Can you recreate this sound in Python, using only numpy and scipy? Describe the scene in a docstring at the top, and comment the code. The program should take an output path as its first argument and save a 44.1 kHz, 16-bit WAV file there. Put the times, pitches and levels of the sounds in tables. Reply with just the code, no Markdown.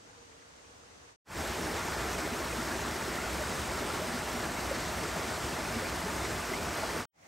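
"""A forest, three spots joined by short fades. First quiet trees: a hiss of leaves and far water,
thin insect song, a few faint plops. Then a small stream pours over boulders: turbulence, spray and
swarms of bubbles ring in rock hollows, and big air pockets plop above the rush.
Last, a shallow trickle tinkles through gaps between stones."""
import sys
import numpy as np
from scipy import signal
from scipy.fft import rfft, irfft, next_fast_len
from scipy.io import wavfile
from scipy.ndimage import uniform_filter1d, map_coordinates

SR = 44100
rng = np.random.default_rng(int(sys.argv[2]) if len(sys.argv) > 2 else 0)


def int16_out(signal):
    """Quantize to a 16-bit WAV file."""
    q = np.round(np.clip(np.atleast_2d(signal).T, -1, 1) * 32767)
    wavfile.write(sys.argv[1], SR, q.astype(np.int16))


N = 321018

# stereo width under the trees: f/Hz, side minus mid/dB
TREES_WIDTH = [(60, -14), (200, -7), (400, -3), (700, 2.5), (1300, 3.5), (3000, 0), (8000, -1), (15000, 4)]


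def amp(db):
    """dB to gain."""
    return 10 ** (np.asarray(db) / 20)


def unit(x):
    """Scale to rms 1."""
    return x / np.sqrt(np.mean(x ** 2) + 1e-20)


def along(points, hz):
    """Interpolate (f/Hz, value) points on a log axis."""
    f, v = np.transpose(points)
    return np.interp(np.log(hz + 1), np.log(f + 1), v)


def wobble(rate_hz):
    """Smooth random curve, rate_hz knots per second."""
    knots = rng.standard_normal(int(N * rate_hz / SR) + 4)
    return map_coordinates(knots, [np.arange(N) * rate_hz / SR])


def filtered(x, response):
    """Apply response(f/Hz) by FFT."""
    size = next_fast_len(N + SR // 2)
    return irfft(rfft(x, size) * response(np.fft.rfftfreq(size, 1 / SR)), size)[..., :N]


def resonance(hz, centre_hz, width_hz):
    """One damped mode, gain 1 at its centre."""
    return 1j * hz * width_hz / (centre_hz ** 2 - hz ** 2 + 1j * hz * width_hz)


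def turbulence(patchy_db):
    """Mid and side white noise sharing random gain patches in time and frequency."""
    spectra = signal.stft(rng.standard_normal((2, N)), nperseg=512)[2]
    patches = uniform_filter1d(rng.standard_normal(spectra.shape[1:]), size=7, axis=0)
    patches = uniform_filter1d(patches, size=9, axis=1)
    return unit(signal.istft(spectra * amp(patchy_db * unit(patches)), nperseg=512)[1][:, :N])


def bubble(t, hz, life_s, rise, swell):
    """A bubble swells, decays 40 dB per life and climbs in pitch as it nears the surface."""
    age = np.minimum(t / life_s, 2)
    envelope = (1 - np.exp(-(age / swell) ** 2)) * np.exp(-2 * np.log(10) * age)
    return envelope * np.sin(2 * np.pi * hz * t * (1 + rise * age / 2))


def swarm(low_hz, high_hz, cycles, spread_db, count, samples):
    """Bubbles at random times and bearings, even in energy per Hz; mid and side."""
    onset, pitch, lifespan, strength, bearing = rng.random((count, 5)).T[:, :, None]
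    hz = low_hz * (high_hz / low_hz) ** pitch
    life_s = cycles * (.5 + lifespan) / hz
    gain = hz * amp(spread_db * np.minimum(-np.log(1 - strength), 4))
    rings = gain * bubble(np.arange(samples) / SR, hz, life_s, rise=0.18, swell=0.081)
    index = ((onset * N).astype(int) + np.arange(samples)).ravel()
    return np.array([unit(np.bincount(index, (rings * pan).ravel(), N)[:N])
                     for pan in (1, 2 * bearing - 1)])


def placed(mid_side, spectrum, width, hollows):
    """Colour mid and side and ring them in rock hollows; left and right at rms 1."""
    def colour(hz):
        ringing = sum(amp(db) * resonance(hz, f_hz, width_hz) for f_hz, width_hz, db in hollows)
        return amp(along(spectrum, hz)) * (1 + ringing)

    mid = filtered(mid_side[0], colour)
    side = filtered(mid_side[1], lambda hz: colour(hz) * amp(along(width, hz)))
    return unit(np.array([mid + side, mid - side]))


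def forest():
    """Wide soft hiss of leaves and far water that ticks and gurgles in a hollow."""
    # leaves and far water: f/Hz, relative density/dB
    spectrum = [(25, -19), (60, 3.5), (95, 1.5), (160, -4.5), (380, -5.5), (700, -5.5), (1300, -8),
                (2300, -11), (4000, -13.5), (6500, -12.5), (8500, -17), (11000, -30), (15500, -38)]
    # distant gurgle modes: f/Hz, width/Hz, gain/dB
    hollows = [(280, 54, -0.5), (467, 28, 7)]
    ticks = amp(-19.5) * swarm(690, 2330, cycles=18, spread_db=2.5, count=700, samples=1400)
    level_db = -55.0 + 0.23 * wobble(12.1)
    return amp(level_db) * placed(turbulence(patchy_db=0.5) + ticks, spectrum, TREES_WIDTH, hollows)


def insects():
    """Distant insects, each holding a thin wavering note of narrow-band noise."""
    # one note per insect: f/Hz, width/Hz, level/dB
    notes = [(5960, 28, -73), (6295, 14, -78), (6200, 130, -81), (6662, 14, -84)]
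    out = np.zeros((2, N))
    for centre_hz, width_hz, db in notes:
        note = filtered(rng.standard_normal((2, N)), lambda hz: resonance(hz, centre_hz, width_hz) ** 2)
        out += amp(db + 1.5 * wobble(3.0)) * unit(note)
    return out


def plops():
    """Big air pockets ring out singly, far and near."""
    # large bubbles: t/s, f/Hz, peak level/dB, life/s
    pockets = [(0.168, 463, -55, 0.068), (0.696, 466, -59, 0.063), (1.025, 460, -64, .07),
               (1.778, 885, -35, 0.033), (1.880, 885, -31, 0.015), (2.230, 300, -36, 0.045),
               (2.280, 1520, -37, 0.024), (2.311, 231, -34, 0.06), (2.392, 335, -36, .035),
               (2.524, 2400, -38, .018), (2.530, 503, -39, 0.027), (2.572, 233, -34.5, 0.067),
               (2.590, 1315, -37.5, 0.03), (2.705, 235, -38, 0.053), (2.716, 1630, -37, 0.024),
               (3.072, 360, -33.5, .035), (3.095, 236, -38, 0.044), (3.182, 1320, -33, 0.021),
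               (3.236, 1430, -33, 0.02), (3.433, 1440, -33, .016), (3.810, 2110, -41, 0.035),
               (3.902, 1350, -33, 0.016), (3.946, 2940, -46, .022), (4.012, 607, -33, 0.047),
               (4.067, 236, -36, 0.082), (4.172, 1470, -35, .016), (4.336, 240, -36.5, 0.057),
               (4.570, 2130, -39.5, .032), (4.711, 537, -26.5, 0.024), (4.763, 240, -36, 0.058),
               (5.051, 1360, -33, .013), (5.150, 173, -37.5, .06), (5.723, 1153, -35.5, 0.025),
               (5.745, 227, -33.5, 0.08), (5.781, 1410, -38, 0.027), (5.815, 514, -35.5, 0.054),
               (6.029, 175, -36, 0.078), (6.060, 393, -32.5, 0.022), (6.078, 873, -36.5, 0.036),
               (6.515, 352, -29.5, 0.026), (6.534, 2030, -29.5, 0.017), (6.824, 626, -34, 0.03),
               (6.830, 822, -32, .016), (6.960, 473, -36, 0.033), (6.993, 224, -37.5, 0.041)]
    out, t = np.zeros(N + SR), np.arange(SR // 4) / SR
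    for start_s, hz, db, life_s in pockets:
        ring = bubble(t, hz, life_s, rise=0.088, swell=0.24)
        out[round(start_s * SR):][:len(t)] += amp(db) * ring / np.abs(ring).max()
    return out[:N]


def stream():
    """White water over boulders: turbulence and four bubble swarms, surging together."""
    # churn: f/Hz, relative density/dB
    spectrum = [(25, -21), (45, -4), (62, -0.5), (100, 0.5), (200, -4), (480, -4), (900, -3), (1500, -4.5),
                (2100, -7), (3100, -12.5), (4500, -13.5), (5300, -12.5), (6500, -14.5), (8500, -15.5),
                (11300, -18.5), (13000, -24), (15500, -27.5)]
    # stereo width: f/Hz, side minus mid/dB
    width = [(60, -24), (160, -15.5), (450, -14.5), (850, -10), (1400, -13.5), (2000, -24), (3200, -8.5),
             (4000, -47), (5000, -62), (8300, -54), (9200, -34), (11200, -30.5), (12000, -7), (15000, -11)]
    # hollows between boulders: f/Hz, width/Hz, gain/dB
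    hollows = [(62.5, 11, 5.5), (77, 9.3, -5.5), (172.4, 29, -1.5), (240, 23, -0.5), (318, 41, -2),
               (361, 40, -3), (418.6, 12.4, -1), (622, 88, -4.5), (880, 60, -11.5), (1180, 37, -13.5),
               (1393, 88, -10), (1760, 37, -10.5), (2040, 73, -14)]
    bed = turbulence(patchy_db=1.0)
    glugs = amp(-20.5) * swarm(170.8, 698.0, cycles=19.7, spread_db=0.5, count=800, samples=3000)
    babble = amp(-18.0) * swarm(645.0, 2387, cycles=24.0, spread_db=-0.4, count=1400, samples=1800)
    notes = amp(-23.0) * swarm(599.6, 3294, cycles=47, spread_db=1.5, count=320, samples=3600)
    spray = amp(-10.5) * swarm(2526, 13500, cycles=20.3, spread_db=2.0, count=9000, samples=300)
    level_db = -35 + 0.22 * wobble(8) + 0.41 * wobble(45)  # flow swells and splashes
    return amp(level_db) * placed(bed + glugs + babble + notes + spray, spectrum, width, hollows)


def mic_ports(stereo):
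    """Two microphone ports slip out of phase, mainly in the treble; half the shift per side."""
    # port phase: f/Hz, left lead/rad
    lead = [(500, 0), (850, -.55), (1050, 0), (8800, 0), (9100, 1.5), (10150, 3.14), (11950, 6.28),
            (13750, 9.42), (15400, 12.57)]
    return filtered(stereo, lambda hz: np.exp(.5j * along(lead, hz) * np.array([[1], [-1]])))


def trickle():
    """Shallow water tinkles through gaps between stones."""
    # shallow flow: f/Hz, relative density/dB
    spectrum = [(25, -20), (70, 10), (500, 2.5), (900, 3), (1600, -3.5), (3000, -7), (4300, -8.5),
                (6300, -4), (9000, -13), (11500, -19), (15500, -20)]
    # gap modes: f/Hz, width/Hz, gain/dB
    gaps = [(700, 120, -1), (2070, 280, 6)]
    bed = turbulence(patchy_db=0.5)
    tinkles = amp(-17) * swarm(580, 2600, cycles=14, spread_db=3.0, count=1500, samples=1200)
    return amp(-55.0) * placed(bed + tinkles, spectrum, TREES_WIDTH, gaps)


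def fader(start_s, cut_s, rise_s=0.18, sink_s=0.05, sink_db=-12):
    """Gain of one spot: S-curve rise, hold, short sink, cut to silence."""
    t = np.arange(N) / SR
    rise = np.sin(np.pi / 2 * np.clip((t - start_s) / rise_s, 0, 1)) ** 2
    sink = np.interp(t, [cut_s - sink_s, cut_s], [1, amp(sink_db)], right=0)
    return rise * sink


def scene():
    """Trees, cascade and shallows in turn."""
    big_bubbles = plops()
    trees = (forest() + insects() + big_bubbles) * fader(start_s=-1, cut_s=1.161, sink_s=0.06)
    cascade = (mic_ports(stream()) + big_bubbles) * fader(start_s=1.2433, cut_s=7.055)
    shallows = trickle() * fader(start_s=7.114, cut_s=8)
    return trees + cascade + shallows


def record(dry):
    """Brick-wall low-pass."""
    top_hz = 15750
    return filtered(dry, lambda hz: hz < top_hz)


dry = scene()
out = record(dry)
int16_out(out)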